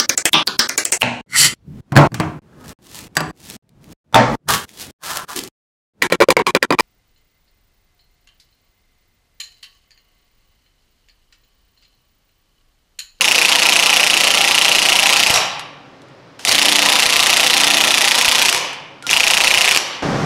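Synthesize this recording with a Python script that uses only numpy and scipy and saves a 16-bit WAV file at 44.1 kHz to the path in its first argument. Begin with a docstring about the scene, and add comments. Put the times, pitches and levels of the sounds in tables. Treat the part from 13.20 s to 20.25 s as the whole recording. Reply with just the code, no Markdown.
"""An impact wrench hammers three tight lug nuts in a hard-walled workshop, close to an overloaded microphone.
Each blow is a short series of contacts: anvil modes ring, a noisy crack rides on top, wheel and room ring after.
The switch clicks, the motor spins up, the socket clanks at starts and stops; tyre and axle shake at the blow rate.
Behind it lies quiet shop air, coloured noise; at the end a compressor's tones and throbbing rush cut in."""
import sys
import numpy as np
from scipy import signal
from scipy.io import wavfile

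SR = 44100
rng = np.random.default_rng(int(sys.argv[2]) if len(sys.argv) > 2 else 0)


def file_out(sig):
    """Save sig as 16-bit WAV at sys.argv[1]."""
    # one column per channel
    cols = np.atleast_2d(sig).T
    # limit, then scale
    lim = np.clip(cols, -1, 1)
    pcm = np.round(lim * 32767).astype(np.int16)
    wavfile.write(sys.argv[1], SR, pcm)


N = 310905
TIME = np.arange(N) / SR  # seconds

# Hammer bursts, one per nut. Each row: first blow in seconds, last blow in seconds, blows per second.
BURSTS = [(.0096, 2.098, 29.212), (3.3137, 5.285, 29.43), (5.9311, 6.511, 29.295)]
# Socket seating per nut. Each row: offsets of ring, crack and room in dB, anvil pitch factor, its drift per second,
# clatter of an askew socket in dB, tyre boom in dB, axle shudder in dB.
SEATS = [(6, 1.5, 1.5, 1.006, 0.0055, -2, -37.5, -52), (4.5, 2, 1, 1.06, -0.038, 4.5, -40.5, -59),
         (6.5, 1, 0.9, 0.985, -.01, -1, -42, -44)]
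# Contacts in one blow, first a graze of the lugs. Each row: delay in seconds, then ring, crack and
# share sent to wheel and room, in relative dB.
BLOW_CONTACTS = [(-.0009, -13.5, -9.5, -13), (0, -0.5, -2.5, 1), (.0059, -0.5, 1, -1),
                 (.0103, -15.5, -2, -9), (.0134, -9, -2, -12.5)]
# Loose clanks of socket and hammer as the motor takes up slack. Each row: time in seconds, then ring,
# crack and room in relative dB.
SLACK_CLANKS = [(3.2506, -14, 2, 2.5), (3.2732, 1, -19, 2.5), (3.281, -15, -7, 8), (3.2929, -10, 6.5, -5.5),
                (5.867, -17, -9, -4.5), (5.893, -3, -29, -13), (5.9008, -5, -4, 2.5), (5.9114, -6, 2, 1)]
# Hammer bouncing out on release. Each row: start in seconds, first gap in seconds, number of clanks,
# ring, crack and room in relative dB, change per clank in dB.
RUN_DOWNS = [(2.1403, 0.019, 3, 1, 3, 7, -3), (5.327, 0.02, 4, 0, 4.5, 5, -3.5),
             (6.548, .014, 3, 0.5, 0.5, 1.5, 4.5)]
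GAP_SHRINK, ROOM_FADE_DB = .83, 4.5  # per bounce: gap factor, extra loss to wheel and room
# Anvil and socket modes. Each row: nominal frequency in Hz, relative level in dB, t60 in seconds,
# share of the clatter dB added to the level.
ANVIL_MODES = [(1907, -14.5, 0.013, 0.7), (2160, -13, 0.0063, -0.5), (2594, -4.5, 0.0093, -0.04),
               (2860, -3.5, 0.0096, -0.55), (3500, -11, 0.01, 1), (4020, -13.5, 0.0093, 0.46)]
# Spectrum of the contact crack. Each row: frequency in Hz, relative level in dB per Hz.
CRACK_SPECTRUM = [(40, -24), (300, -12), (900, -4), (1400, -1.5), (2500, -1.5), (4000, 2.5), (6500, -1.5),
                  (8200, -6), (9800, -3), (12300, -10.5), (14000, -22.5), (16000, -34.5)]
# Spectrum of blows spread through the shop, also of gear noise. Each row: frequency in Hz, relative level in dB per Hz.
SPREAD_SPECTRUM = [(24, -52), (40, -23.5), (146, -17.5), (380, -11.5), (535, -3), (700, -8), (797, -1),
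                   (1410, -10.5), (1860, -7), (2160, -8), (2990, -2), (3560, -7), (5440, -5), (8310, -14),
                   (10900, -16.5), (15500, -33)]
# Steel wheel modes. Each row: frequency in Hz, relative level in dB, t60 in seconds.
WHEEL_MODES = [(518, -11, 0.12), (804, -3, 0.36), (850, -3, 0.1), (978, 1.5, 0.076), (1181, -1, 0.085),
               (1380, 1.5, 0.1), (2940, -2, 0.054), (3450, -16, .08), (4100, 4, 0.12), (4870, -16, 0.097)]
# The wheel rings more as the nut clamps it, less once a hand rests on the tyre.
LOOSE_DB, CLAMP_S = -8, 0.45
HAND_S, HAND_SETTLE_S, HAND_DB = 4.69, 0.11, -23
# Room decay. Each row: frequency in Hz, t60 in seconds.
ROOM_DECAY = [(150, 0.83), (400, 0.7), (1040, 1.034), (2760, 0.88), (7280, 0.45), (13000, 0.36)]
# Tyre boom. Each row: multiple of the blow rate, relative level in dB, share of the swell.
TYRE_HARMONICS = [(4, -9.5, 0), (5, -10, 0), (7, -4.5, 1.11), (8, 1, 0), (10, 0, 1.34), (11, -4, 1)]
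# Swells of the tyre boom. Each row: centre in seconds, half width in seconds, rise in dB.
TYRE_SWELLS = [(3.53, 0.35, 12), (4.53, 0.32, 11)]
# Trigger and switch clicks. Each row: time in seconds, relative level in dB.
CLICKS = [(2.395, -10.5), (2.819, -33), (2.885, -38), (3.1945, -18), (5.531, -16), (5.825, -18)]
# Free motor spin before the hammer engages. Each row: start and end in seconds, whine in Hz,
# direct whine in dB, direct gear noise in dB.
SPIN_UPS = [(3.19, 3.248, 3500, -59, -39), (5.837, 5.866, 1410, -31, -47)]
# Soft knocks of tool on wheel. Each row: time in seconds, level in dB, width in seconds.
THUMPS = [(2.103, -2, 0.00096), (5.081, -15, 0.0026)]
# Compressor tones. Each row: frequency in Hz, relative level in dB.
PUMP_TONES = [(140.0, -24), (209.9, -29), (279.9, -27.5), (419.9, -35), (559.9, -31), (726.7, -41),
              (775.2, -34), (974.4, -43)]
# Spectrum of the compressor's rush of air. 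Each row: frequency in Hz, relative level in dB per Hz.
COMPRESSOR_SPECTRUM = [(18, -48), (30, -18), (85, -18), (130, -1.5), (202, -5), (237, -10.5), (420, -9.5),
                       (492, -11.5), (747, -11), (921, -14), (1470, -16.5), (2910, -27.5), (5740, -30),
                       (15500, -63)]
# Spectrum of the quiet shop air. Each row: frequency in Hz, relative level in dB per Hz.
SHOP_SPECTRUM = [(15, -35), (25, -26), (64, -33.5), (139, -9), (219, -21), (286, -11.5), (318, -16.5),
                 (475, -17.5), (558, -13.5), (621, -20), (952, -21), (5280, -37), (7500, -50), (15000, -67)]
SHOP_DB, COMPRESSOR_DB, PUMP_START_S = -43.5, -19.5, 6.822
BAND_EDGE_HZ = 15800


def hammering(burst, seat, jitter_s=.0001, uneven_db=1.0, sway_s=.0002):
    """Near-evenly spaced blows, each a series of contacts: rows (s, ring dB, crack dB, room dB)."""
    first_s, last_s, rate_hz = burst
    blows_s = first_s + np.arange(round((last_s - first_s) * rate_hz) + 1) / rate_hz
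    blows_s = blows_s + sway_s * rng.standard_normal(len(blows_s))
    delay_s, ring_db, crack_db, room_db = np.tile(BLOW_CONTACTS, (len(blows_s), 1)).T
    late, hard, tight = rng.standard_normal((len(delay_s), 3)).T
    looseness = 1 + delay_s / .012  # later rebounds are less regular
    times_s = np.repeat(blows_s, len(BLOW_CONTACTS)) + delay_s + jitter_s * late * looseness
    seat_ring_db, seat_crack_db, seat_room_db = seat[:3]
    ring_db = ring_db + seat_ring_db + uneven_db * tight * looseness
    crack_db = crack_db + seat_crack_db + uneven_db * hard * looseness
    return np.column_stack([times_s, ring_db, crack_db, room_db + seat_room_db])


def run_down(start_s, first_gap_s, clanks, ring_db, crack_db, room_db, change_db):
    """The released hammer bounces at ever shorter gaps: rows (s, ring dB, crack dB, room dB)."""
    k = np.arange(round(clanks))
    gaps_s = first_gap_s * GAP_SHRINK ** k
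    times_s = start_s + np.cumsum(gaps_s) - gaps_s
    step_db = change_db * k
    faded_room_db = room_db + step_db - ROOM_FADE_DB * k
    return np.column_stack([times_s, ring_db + step_db, crack_db + step_db, faded_room_db])


def strikes(contacts, anvil_db=3.0, near_db=11, far_db=12.5, wheel_db=0.0, ring_wet_db=-19, echo_s=0.025, echo_db=-21):
    """Ring and crack arrive directly and once off a wall; the wheel spreads each contact through the shop."""
    times_s, ring_db, crack_db, room_db = np.transpose(contacts)
    ring = amp(anvil_db) * anvil(times_s, ring_db)
    crack_force = pushes(times_s, crack_db, scrape=2.86, t60_s=0.0065, rise_s=0.00025)
    crack = amp(near_db) * colour(crack_force, CRACK_SPECTRUM)
    force = pushes(times_s, room_db, scrape=2.94, t60_s=0.016)
    wheel_ring = wheel(force * amp(wheel_db + coupling_db()))
    spread = amp(far_db) * colour(force, SPREAD_SPECTRUM) + wheel_ring
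    direct = ring + crack
    add(direct, echo_s, amp(echo_db) * direct)
    return direct + room(spread + amp(ring_wet_db) * ring)


def anvil(times_s, db, rise_s=0.000803, scatter=0.033, uneven_db=2.0, stagger_cycles=0.096, wander=.024):
    """Anvil modes ring for a few cycles; each contact excites them a little differently."""
    t, out = np.arange(768) / SR, np.zeros(N)
    hz, mode_db, t60_s, lift = np.transpose(ANVIL_MODES)[:, :, None]
    shape = (1 - np.exp(-t / rise_s)) * amp(mode_db - 60 * t / t60_s)
    which, worked_s = nut_at(times_s)
    seat_pitch, drift, clatter = np.array(SEATS)[which, 3:6].T
    pitches = seat_pitch + drift * worked_s + wander * rng.standard_normal(len(times_s))
    for s, level_db, pitch, clatter_db in zip(times_s, db, pitches, clatter):
        detune, weight, lag = rng.standard_normal((3, len(ANVIL_MODES), 1))
        mode_hz = hz * pitch * (1 + scatter * detune)
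        swing = np.sin(2 * np.pi * (mode_hz * (t - rise_s) + stagger_cycles * lag))
        gain = amp(level_db + lift * clatter_db + uneven_db * weight)
        add(out, s, (gain * shape * swing).sum(0))
    return out


def pushes(times_s, db, scrape, t60_s, rise_s=0.00032, steady_hz=320):
    """Force of steel contacts: a push alike each time in the bass, a brief random scrape above it."""
    t, (push, rough) = np.arange(1024) / SR, np.zeros((2, N))
    shape = (1 - np.exp(-t / rise_s)) * amp(-60 * t / t60_s)
    for s, level_db in zip(times_s, db):
        grit = rng.standard_normal(len(t)) * shape
        add(push, s, amp(level_db) * (t == 0))
        add(rough, s, amp(level_db) * grit / np.linalg.norm(grit))
    force = (push + scrape * rough) / np.hypot(1, scrape)
    # below steady_hz the bare push replaces the mixture
    return force + signal.lfilter(*signal.butter(1, steady_hz, fs=SR), push - force)


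def nut_at(times_s):
    """Index of the nut being worked at these times, and seconds worked so far."""
    first_s, last_s, _ = np.transpose(BURSTS)
    which = np.searchsorted((last_s[:-1] + first_s[1:]) / 2, times_s)
    return which, np.maximum(times_s - first_s[which], 0)


def wheel(force):
    """Contact force excites decaying modes of the steel wheel."""
    t = np.arange(SR // 3) / SR
    ring = sum(amp(db - 60 * t / t60_s) * np.sin(2 * np.pi * hz * t) for hz, db, t60_s in WHEEL_MODES)
    return signal.oaconvolve(force, ring / np.linalg.norm(ring))[:N]


def coupling_db():
    """The wheel's answer grows as each nut clamps and drops under the hand."""
    _, worked_s = nut_at(TIME)
    clamp_db = LOOSE_DB * np.exp(-worked_s / CLAMP_S)
    return clamp_db + HAND_DB * np.clip((TIME - HAND_S) / HAND_SETTLE_S, 0, 1)


def shaking(burst, seat):
    """Tyre and axle shake on multiples of the blow rate, with low noise in the shudder."""
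    first_s, last_s, rate_hz = burst
    boom_db, shudder_db = seat[-2:]
    turns = rate_hz * (TIME - first_s)
    swell_db = sum(db * np.exp(-((TIME - s) / width_s) ** 2) for s, width_s, db in TYRE_SWELLS)
    boom = sum(amp(db + share * swell_db) * np.sin(2 * np.pi * (round(k) * turns + rng.random()))
               for k, db, share in TYRE_HARMONICS)
    shudder = np.sin(2 * np.pi * 2 * turns) + 0.92 * noise([(20, -1), (70, -6), (300, -35), (2000, -84)])
    return (amp(boom_db) * boom + amp(shudder_db) * shudder) * gate(first_s, last_s, 0.024)


def trigger(snap_db=6, rattle_db=4, wet_db=-14):
    """The switch snaps and rattles; before the hammer engages the motor whines and its gears rush."""
    s, db = np.transpose(CLICKS)
    snap = pushes(s, db + snap_db, scrape=1.5, t60_s=0.0068)
    rattle = pushes(s, db + rattle_db, scrape=4.5, t60_s=0.089)
    out = colour(snap + rattle, [(200, -8), (1500, 5), (3500, 3.0), (10500, -6.5), (15000, -27)])
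    gears = noise(SPREAD_SPECTRUM)
    for start_s, end_s, hz, whine_db, gear_db in SPIN_UPS:
        whine = amp(whine_db) * np.sin(2 * np.pi * hz * TIME)
        out += gate(start_s, end_s, .002) * (whine + amp(gear_db) * gears)
    return out + amp(wet_db) * room(out)


def thumps():
    """Low pushes of tool on wheel, with no ring."""
    out = np.zeros(N)
    for s, db, width_s in THUMPS:
        u = np.arange(SR // 10) / SR / width_s
        add(out, s, amp(db) * u * (2 - u) * np.exp(-u))
    return out


def room(x, early_db=4, early_s=0.064, gap_s=0.00068, count=3):
    """Dense reflections with a decay per band; random tails cross-fade, so the reverberation keeps changing slightly."""
    out = np.zeros(N)
    for k in range(count):
        hz, t, z = signal.stft(rng.standard_normal(SR), SR, nperseg=256)
        tail = signal.istft(z * amp(-60 * t / read(ROOM_DECAY, hz)[:, None]), SR, nperseg=256)[1]
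        t = np.arange(len(tail)) / SR
        early = amp(early_db * np.exp(-t / early_s))  # near wall and chassis answer first
        tail = tail * early * (1 - np.exp(-t / gap_s))
        share = np.sqrt(2 / count) * abs(np.cos(np.pi * (8 * TIME + k / count)))  # 8 cross-fades a second
        out += signal.oaconvolve(x * share, tail / np.linalg.norm(tail))[:N]
    return out


def compressor(tones_db=-1, throb=0.083, stroke_hz=70):
    """Pump tones over a rush of air that throbs with the piston."""
    tones = sum(amp(db) * np.sin(2 * np.pi * (hz * TIME + rng.random())) for hz, db in PUMP_TONES)
    rush = noise(COMPRESSOR_SPECTRUM) * (1 + throb * np.sin(2 * np.pi * stroke_hz * TIME))
    onset = np.clip((TIME - PUMP_START_S) / 0.0018, 0, 1)
    return (amp(tones_db) * tones + amp(COMPRESSOR_DB) * rush) * onset


def shop_air():
    """Quiet steady air of the shop: coloured noise."""
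    return amp(SHOP_DB) * noise(SHOP_SPECTRUM)


def noise(spectrum):
    """Steady coloured noise of rms 1."""
    return unit(colour(rng.standard_normal(N), spectrum))


def colour(x, spectrum, size=4096):
    """Causal minimum-phase filter of unit energy with the given spectrum."""
    log_gain = np.log(amp(read(spectrum, abs(np.fft.fftfreq(size, 1 / SR)))))
    response = np.exp(np.conj(signal.hilbert(log_gain)))
    taps = np.fft.ifft(response).real[:size // 2]
    return signal.oaconvolve(x, taps / np.linalg.norm(taps))[:N]


def read(points, hz):
    """Interpolates a table on a log-frequency axis."""
    f, value = np.transpose(points)
    return np.interp(np.log(hz + 1), np.log(f + 1), value)


def gate(start_s, end_s, edge_s):
    """1 between start and end, with linear ramps inside."""
    return np.clip((TIME - start_s) / edge_s, 0, 1) * np.clip((end_s - TIME) / edge_s, 0, 1)


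def add(mix, s, sound):
    """Mixes a sound in, in place, at time s."""
    part = mix[max(round(s * SR), 0):][:len(sound)]
    part += sound[:len(part)]


def amp(db):
    """Decibels to gain."""
    return 10 ** (np.asarray(db) / 20)


def unit(x):
    """Scales to rms 1."""
    return x / np.sqrt(np.mean(x ** 2) + 1e-20)


def scene():
    """The wrench over shop air, then the compressor."""
    nuts = list(zip(BURSTS, SEATS))
    contacts = [hammering(*nut) for nut in nuts] + [SLACK_CLANKS] + [run_down(*row) for row in RUN_DOWNS]
    wrench = strikes(np.vstack(contacts)) + sum(shaking(*nut) for nut in nuts) + trigger() + thumps()
    return (wrench + shop_air() + compressor())[None]


def record(dry, threshold_db=-1, recovery_db_per_s=70, share=0.54, knee=8):
    """A limiter ducks on loud peaks and recovers; remaining peaks saturate; a low-pass limits the band."""
    peak_db = 20 * np.log10(abs(dry[0]) + 1e-9)
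    fall_db = TIME * recovery_db_per_s
    held_db = np.maximum.accumulate(peak_db + fall_db) - fall_db
    over_db = np.maximum(held_db - threshold_db, 0)
    smooth_db = signal.lfilter([1 / 20], [1, 1 / 20 - 1], over_db)  # 20-sample attack
    ducked = dry / amp(share * smooth_db)
    clipped = ducked / (1 + abs(ducked) ** knee) ** (1 / knee)
    low_pass = signal.firwin(511, BAND_EDGE_HZ, window=("kaiser", 9), fs=SR)
    return signal.oaconvolve(clipped, low_pass[None], "same")


dry = scene()
out = record(dry)
file_out(out)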